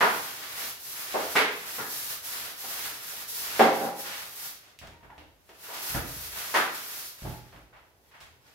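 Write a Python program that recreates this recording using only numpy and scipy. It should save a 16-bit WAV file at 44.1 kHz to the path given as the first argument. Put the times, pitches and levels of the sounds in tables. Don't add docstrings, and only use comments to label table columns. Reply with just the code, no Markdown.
import sys
import numpy as np
from scipy import signal
from scipy.fft import rfft, irfft, next_fast_len
from scipy.io import wavfile
from scipy.ndimage import uniform_filter1d

SR = 44100
rng = np.random.default_rng(int(sys.argv[2]) if len(sys.argv) > 2 else 0)


def store_pcm(level_fs):
    pcm = np.round(np.clip(level_fs, -1, 1) * 32767).astype(np.int16)
    wavfile.write(sys.argv[1], SR, np.atleast_2d(pcm).T)


N = 376613

# t/s, length/s, fizz/dB, rub/dB, fizz growth/dB, rub growth/dB
BROOM_STROKES = [ (-0.08, 0.53, -37, -41, -4.5, 1), (0.347, 0.36, -38, -39, 16.5, 3),
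                 (0.779, .315, -36.5, -46, 2, 12), (0.92, .11, -50, -40.5, -1, -9),
                 (1.057, 0.36, -37, -39, 4, -5), (1.46, .431, -38, -43, 10, 2),
                 (1.875, 0.29, -32.5, -41, -5, -1.5), (2.214, 0.31, -36, -40, -9, -3),
                 (2.551, 0.47, -36, -40, -9.5, -5), (2.989, 0.24, -36.5, -42, 0.5, 4.5),
                 (3.264, 0.41, -34.5, -38, -8, 15), (3.681, 0.19, -38, -43, 6, 4),
                 (3.939, 0.14, -38, -46.5, -6, 5), (4.022, 0.21, -40, -38, 5, -8),
                 (4.24, 0.13, -43, -51.5, 2, 0), (4.348, .16, -36, -45, -7.5, -7),
                 (4.587, 0.12, -69, -57.5, 12, 5), (5.412, 0.25, -60, -59, 2, 9),
                 (5.572, 0.21, -42, -44, 8, 20), (5.775, 0.21, -34.5, -43.5, -3.5, -6),
                 (6.032, 0.28, -38, -46, -3, 1), (6.302, 0.37, -36.5, -42, -4, -15),
                 (6.665, 0.43, -38.5, -45, 5, -2.5), (7.154, 0.23, -47, -49.5, -10, -8),
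                 (7.368, 0.25, -64, -60, -1, -4), (7.988, 0.3, -70.5, -65, -14, 7),
                 (8.39, 0.21, -68, -62, 14.5, -2)]
# f/Hz, level/dB
FIZZ_COLOUR = [(2000, -19), (4000, -7), (5800, -6), (8200, -10.5), (10000, -5.5), (12000, -2.5),
               (14000, -3.5), (15500, -6.5)]
# f/Hz, level/dB
RUB_COLOUR = [(50, -15), (110, -11.5), (200, -10), (420, -8), (900, -2.5), (1400, 1), (2200, -0.5),
              (3200, -2.5), (5000, -6), (8000, -12), (15000, -33)]

def scrubbing(spots, catch_db=2.0):
    _, _, fizz_db, rub_db, fizz_growth_db, rub_growth_db = np.transpose(BROOM_STROKES)
    catching = catch_db * wobble(per_s=70)
    fizz_level = stroke_level(fizz_db, fizz_growth_db, speed_power=0.36, rest_db=-70) + catching
    rub_level = stroke_level(rub_db, rub_growth_db, speed_power=0.49, rest_db=-72.5) + catching
    fizz = bristle_flicks(fizz_level, per_s=7000, scatter_db=2.0, tufts=len(spots))
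    rub = bristle_flicks(rub_level, per_s=2500, scatter_db=3.5, tufts=len(spots))
    size = next_fast_len(N + spots.shape[-1], True)
    echoes = rfft(spots, size)
    spectrum = 0
    for snaps, colour in ((fizz, FIZZ_COLOUR), (rub, RUB_COLOUR)):
        echoing = np.sum(rfft(snaps, size)[:, None] * echoes, axis=0)
        spectrum = spectrum + echoing * rfft(click(colour), size)
    return irfft(spectrum, size)[:, :N]


def stroke_level(levels_db, growths_db, speed_power, rest_db):
    t = np.arange(N) / SR
    energy = np.full(N, gain(rest_db) ** 2)
    for (start_s, length_s, *_), db, growth_db in zip(BROOM_STROKES, levels_db, growths_db):
        during = (t > start_s) & (t < start_s + length_s)
        from_middle = (t[during] - start_s) / length_s - .5
        speed = 1 - (2 * from_middle) ** 2
        energy[during] += (speed ** speed_power * gain(db + growth_db * from_middle)) ** 2
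    return 10 * np.log10(energy)


def bristle_flicks(level_db, per_s, scatter_db, tufts):
    total = int(per_s * N / SR)
    when, tuft, sign, luck = rng.random((total, 4)).T
    when = (when * N).astype(int)
    boost_db = scatter_db * np.minimum(-np.log(1 - luck), 6)
    strength = gain(boost_db) * np.sign(sign - .5)
    snaps = np.zeros((tufts, N), dtype=np.float32)
    snaps[(tuft * tufts).astype(int), when] = unit_energy(strength) * np.sqrt(N) * gain(level_db[when])
    return snaps


# chatter/s, direct/dB
BROOM_KNOCKS = [ (0.008, -22.5, 2230, 225, 1170, -16.5, -32, .014, -10.5),
                (0.024, -25.5, 2000, 606, 1140, -14.5, -45, 0.012, -6),
                (1.139, -28.5, 1160, 236, 650, -27, -30, 0.014, -14),
                (1.354, -27, 2950, 153, 1100, -19, -38.5, 0.011, -6),
                (1.361, -22.5, 3160, 278, 2040, -8.5, -37, 0.016, -13),
                (1.779, -37.5, 1800, 139, 1420, -11, -13, 0.032, -18),
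                (2.632, -49.5, 1600, 400, 885, -24, -2, .02, -22),
                (3.110, -59, 1400, 101.2, 590, -14.5, -17.5, .03, -24),
                (3.594, -19, 1700, 204, 570, -13, -1, 0.01, -10),
                (3.614, -25.5, 1710, 204, 760, -13, -22, 0.01, -17),
                (3.800, -36.5, 1107, 190, 538, -21, 0, 0.016, -19),
                (3.845, -37.5, 1310, 187, 600, -16.5, -3, 0.018, -22),
                (5.680, -44, 1510, 260, 900, -29, -29, 0.071, -24),
                (6.542, -23, 3000, 257, 1240, -36, -23.5, 0.023, -10), ]
# f/Hz, level/dB
CLACK_COLOUR = [(50, 2.5), (120, -1), (230, -1), (450, -2), (900, -0.5), (1300, -2), (2100, -0.5),
                (2700, -3), (5000, -2.5), (8200, -4), (12000, 7), (15500, -11)]
# f/Hz, level/dB, fade time/s (to drop by 60 dB)
BROOM_TONES = [(284, -8, 0.72), (405, 1, 0.61), (430, 2, .55), (444, 2.5, 0.47), (481, 1.5, 0.61),
               (1150, -10.5, 0.35), (1364, -2.5, 0.42), (1410, 4, .35), (1600, -4.5, 0.32), (2000, -4, .35),
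               (2120, -5, 0.5), (2415, -12, 0.26)]
# f/Hz, level/dB, fade time/s
FITTING_AND_ROOM_TONES = [(177, -15.5, 0.79), (224.6, -3.5, 0.4), (233.2, -4.5, 0.45), (299.5, -9.5, 0.62),
                          (381, -12.5, 0.78), (458, -9, 0.46), (506, -11.5, 0.39), (537, -2, 0.71),
                          (555, -7.5, 0.91), (702, -5.5, 0.62), (765, 5, .48), (791, 4.5, 0.47),
                          (817, -4.5, 1), (904, -10.5, .6), (1000, -12.5, 0.54), (1640, -12.5, .4)]

def broom_knocks(spots):
    track = np.zeros((2, N))
    for k, knock in enumerate(BROOM_KNOCKS):
        start_s, db, treble_hz, bass_hz, focus_hz, broom_db, hollow_db, chatter_s, direct_db = knock
        clack = chatter(click(CLACK_COLOUR, treble_hz, bass_hz, focus_hz), chatter_s, first_blow=0.23)
        broom = gain(broom_db) * ring(BROOM_TONES, swell_s=0.0046)
        hollow = gain(hollow_db) * ring(FITTING_AND_ROOM_TONES, swell_s=0.0053)
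        add(track, start_s, gain(db) * in_room(clack, spots[k % len(spots)], direct_db))
        add(track, start_s, gain(db) * (broom + hollow))
    return track


# t/s, boom level/dB, rattle above the boom/dB, treble edge/Hz
DOOR_THUMPS = [(4.815, -59.5, 6, 1500), (4.875, -61, 1, 1210), (5.029, -62.5, 7, 1500),
               (5.180, -70, 16, 1200), (5.898, -49.5, -10, 400), (5.947, -40.5, 7, 1570),
               (6.145, -53, -18, 300), (7.218, -43, -7.5, 500), (7.250, -39.5, -0.5, 770),
               (7.545, -56, -1, 1000)]
# f/Hz, level/dB, fade time/s
DOOR_AND_ROOM_TONES = [(55, 3, 0.68), (59.6, -5, 0.506), (81.6, 1, 0.63), (120, 4, 0.61),
                       (161.3, 1.5, 0.49), (220, -9, 0.56), (300, -21, 1), (379, -13, 0.91), (484, -58, .5)]
# f/Hz, level/dB
RATTLE_COLOUR = [(30, -18), (55, 5.5), (120, -3), (300, -1), (430, -10), (650, -3.5), (950, -8.5),
                 (1600, -4.5), (3000, -7), (8000, -16)]
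# t/s, level/dB
LATCH_CLINKS = [(7.252, -51.5), (7.335, -54.5)]
# f/Hz, level/dB, fade time/s
LATCH_TONES = [(840, -3, 0.46), (899, -5, 0.41), (1005, -13, .3)]

def door(spots, direct_db=-10, lean_db=0.3):
    track = np.zeros((2, N))
    boom = ring(DOOR_AND_ROOM_TONES, swell_s=0.0067)
    for k, (start_s, db, rattle_db, treble_hz) in enumerate(DOOR_THUMPS):
        rattle = chatter(click(RATTLE_COLOUR, treble_hz), chatter_s=0.0102, first_blow=0.64)
        add(track, start_s, gain(db) * boom)
        add(track, start_s, gain(db + rattle_db) * in_room(rattle, spots[k % len(spots)], direct_db))
    for start_s, db in LATCH_CLINKS:
        add(track, start_s, gain(db) * ring(LATCH_TONES, swell_s=0.0015))
    return track * gain([[-lean_db], [lean_db]])


# t/s, length/s, f/Hz, level/dB
HINGE_SQUEAKS = [(4.881, 0.17, 940, -61), (5.095, 0.016, 957, -49.5), (5.121, 0.021, 858, -48),
                 (5.164, 0.081, 940, -64)]

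def hinge(echoes, waver=0.013, overtone_db=-14, direct_db=-4, echo_db=-4):
    track = np.zeros(N)
    unsteady = 1 + waver * wobble(per_s=90)
    for start_s, length_s, hz, db in HINGE_SQUEAKS:
        span = slice(int(start_s * SR), int((start_s + length_s) * SR))
        phase = 2 * np.pi * np.cumsum(hz * unsteady[span]) / SR
        tone = np.sin(phase) + gain(overtone_db) * np.sin(2 * phase)
        track[span] += gain(db) * np.sqrt(2) * tone * signal.windows.tukey(len(phase), .5)
    return gain(direct_db) * track + gain(echo_db) * convolve(track[None], echoes)


# t/s, level/dB, treble edge/Hz, bass edge/Hz, chatter/s, direct/dB
SANDAL_PATS = [(4.789, -54, 6400, 2370, 0.0024, -6), (4.816, -52.5, 3160, 575, 0.017, -22),
               (4.870, -57.5, 6000, 800, .005, -2.5), (4.895, -62, 600, 340, 0.018, -14),
               (5.030, -63, 2600, 497, 0.013, -16), (5.101, -56, 1590, 690, 0.003, -8),
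               (5.180, -57, 2700, 2250, 0.0025, -9), (5.491, -56, 4030, 410, 0.0035, -8),
               (7.524, -57, 1980, 605, 0.013, -6), (7.560, -60.5, 2000, 900, 0.0083, -3),
               (7.727, -56, 1930, 752, .009, -20), (7.762, -60, 2620, 696, 0.011, -9),
               (8.113, -61, 3300, 914, .007, -13), (8.137, -56, 2310, 800, 0.016, -22),
               (8.204, -52.5, 6450, 804, 0.012, -10), (8.19, -62, 700, 91, 0.035, -22),
               (8.439, -69, 2030, 300, 0.034, -15)]
# f/Hz, level/dB
SLAP_COLOUR = [(80, 40), (400, 10.5), (1200, 1.5), (2500, 1), (5000, -5), (8000, -6.5), (12000, -3.5),
               (15500, -2)]

def sandals(spots):
    track = np.zeros((2, N))
    for k, (start_s, db, treble_hz, bass_hz, chatter_s, direct_db) in enumerate(SANDAL_PATS):
        slap = chatter(click(SLAP_COLOUR, treble_hz, bass_hz), chatter_s, first_blow=0.2)
        add(track, start_s, gain(db) * in_room(slap, spots[k % len(spots)], direct_db))
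    return track


# f/Hz, fade time/s
ECHO_FADE = [(60, 1), (250, 0.59), (700, 0.53), (1400, 0.53), (2500, 0.58), (5000, 0.54), (9000, 0.4),
             (15000, 0.38)]
# f/Hz, boost/dB
STANDING_WAVES = [(53, 12), (82, 17), (120, 7), (136, 13.5), (173, 7), (231, -1), (301, 0), (429, 5)]

def bathroom_echoes(build_s=0.00096, wave_width_hz=7, bands=9, size=32768):
    t, hz = np.arange(size) / SR, frequencies(size)
    standing = gain(sum(db / (1 + ((hz - f) / wave_width_hz) ** 2) for f, db in STANDING_WAVES))
    noise = np.array([stereo_noise(size) * standing for _ in range(6)], dtype=np.complex64)
    centres_hz = np.geomspace(80, 16000, bands)
    build_up = 1 - np.exp(-t / build_s)
    echoes = 0
    for centre_hz, this_band in zip(centres_hz, np.eye(bands)):
        share = np.interp(hz, centres_hz, this_band).astype(np.float32)
        fade = np.exp(-np.log(1000) * t / at_hz(ECHO_FADE, centre_hz))
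        tail = irfft(noise * share) * (fade * build_up).astype(np.float32)
        echoes = echoes + unit_energy(tail) * np.sqrt(share.mean())
    return unit_energy(echoes)


# f/Hz, level/dB
HUSH_COLOUR = [(20, -35.5), (38, -17), (55, -1), (110, 3), (200, -6), (450, -2), (900, -6), (2000, -26),
               (6000, -23), (15000, -37.5)]

def hush(level_db=-66.5):
    spectrum = stereo_noise(N) * gain(at_hz(HUSH_COLOUR, frequencies(N)))
    return unit_energy(irfft(spectrum, N)) * np.sqrt(N) * gain(level_db)


# f/Hz, likeness (1 = the same, 0 = unrelated)
STEREO_LIKENESS = [(50, 0.8), (130, 0.47), (250, .86), (500, 0.66), (1000, 0.22), (2000, -0.09),
                   (4000, -0.028)]

def stereo_noise(size):
    mid, side = rfft(rng.standard_normal((2, size)))
    alike = np.clip(at_hz(STEREO_LIKENESS, frequencies(size)), -1, 1)
    return mid * np.sqrt(1 + alike) + side * np.sqrt(1 - alike) * np.array([[1], [-1]])


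def click(colour, treble_hz=None, bass_hz=None, focus_hz=None, focus_db=7, focus_octaves=0.75, size=4096):
    hz = frequencies(size) + 1
    shape = gain(at_hz(colour, hz))
    if treble_hz:
        shape = shape / np.sqrt(1 + (hz / treble_hz) ** 4)
    if bass_hz:
        shape = shape * (.01 + 1 / np.sqrt(1 + (bass_hz / hz) ** 8))
    if focus_hz:
        shape = shape * gain(focus_db * np.exp(-(np.log2(hz / focus_hz) / focus_octaves) ** 2))
    cepstrum = irfft(np.log(shape))
    cepstrum[1:size // 2] *= 2
    cepstrum[size // 2 + 1:] = 0
    return unit_energy(irfft(np.exp(rfft(cepstrum))))


def chatter(sound, chatter_s, first_blow, size=8192):
    t = np.arange(size) / SR
    contacts = rng.standard_normal(size) * (rng.random(size) < .08)
    contacts = unit_energy(contacts * np.exp(-t / chatter_s))
    contacts[0] += first_blow
    spectrum = rfft(contacts, 2 * size)
    colourless = irfft(spectrum / (np.abs(spectrum) + 1e-9))[:size]
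    return unit_energy(convolve(colourless, sound))


def ring(tones, swell_s, size=32768):
    t = np.arange(size, dtype=np.float32) / SR
    hz, db, fade_s = np.array(tones, dtype=np.float32).T[:, :, None]
    cycles = hz * t + rng.random(hz.shape).astype(np.float32)
    waves = gain(db) * np.exp(-float(np.log(1000)) * t / fade_s) * np.sin(2 * np.pi * cycles)
    swell = 1 - np.exp(-(t / swell_s) ** 2)
    return unit_energy(waves.sum(axis=0) * swell)


def in_room(sound, echoes, direct_db):
    heard = convolve(sound[None], echoes)
    heard[:, :len(sound)] += gain(direct_db) * sound
    return heard


def add(track, start_s, sound):
    start = max(int(start_s * SR), 0)
    part = sound[..., :N - start]
    track[:, start:start + part.shape[-1]] += part * np.sqrt(SR / 10)


def wobble(per_s):
    hold = max(int(SR / per_s), 1)
    steps = np.repeat(rng.standard_normal(N // hold + 1), hold)[:N]
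    drift = uniform_filter1d(steps, hold)
    return drift / drift.std()


def convolve(sound, response):
    return signal.fftconvolve(sound, response, axes=-1)[..., :N]


def gain(db):
    return 10 ** (np.asarray(db) / 20)


def at_hz(table, hz):
    f, value = np.transpose(table)
    return np.interp(np.log(np.maximum(hz, 1)), np.log(f), value)


def unit_energy(x):
    return x / np.sqrt(np.mean(np.sum(x ** 2, axis=-1)))


def frequencies(size):
    return np.arange(size // 2 + 1) * SR / size


def scene():
    spots = bathroom_echoes()
    broom = scrubbing(spots) + broom_knocks(spots)
    return broom + door(spots) + hinge(spots[0]) + sandals(spots) + hush()


def record(dry, right_over_left_db=0.55, top_hz=15750):
    leaning = dry * gain([[-right_over_left_db / 2], [right_over_left_db / 2]])
    treble_cut = signal.ellip(12, .1, 80, top_hz, fs=SR, output="sos")
    return signal.sosfilt(treble_cut, leaning)


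dry = scene()
out = record(dry)
store_pcm(out)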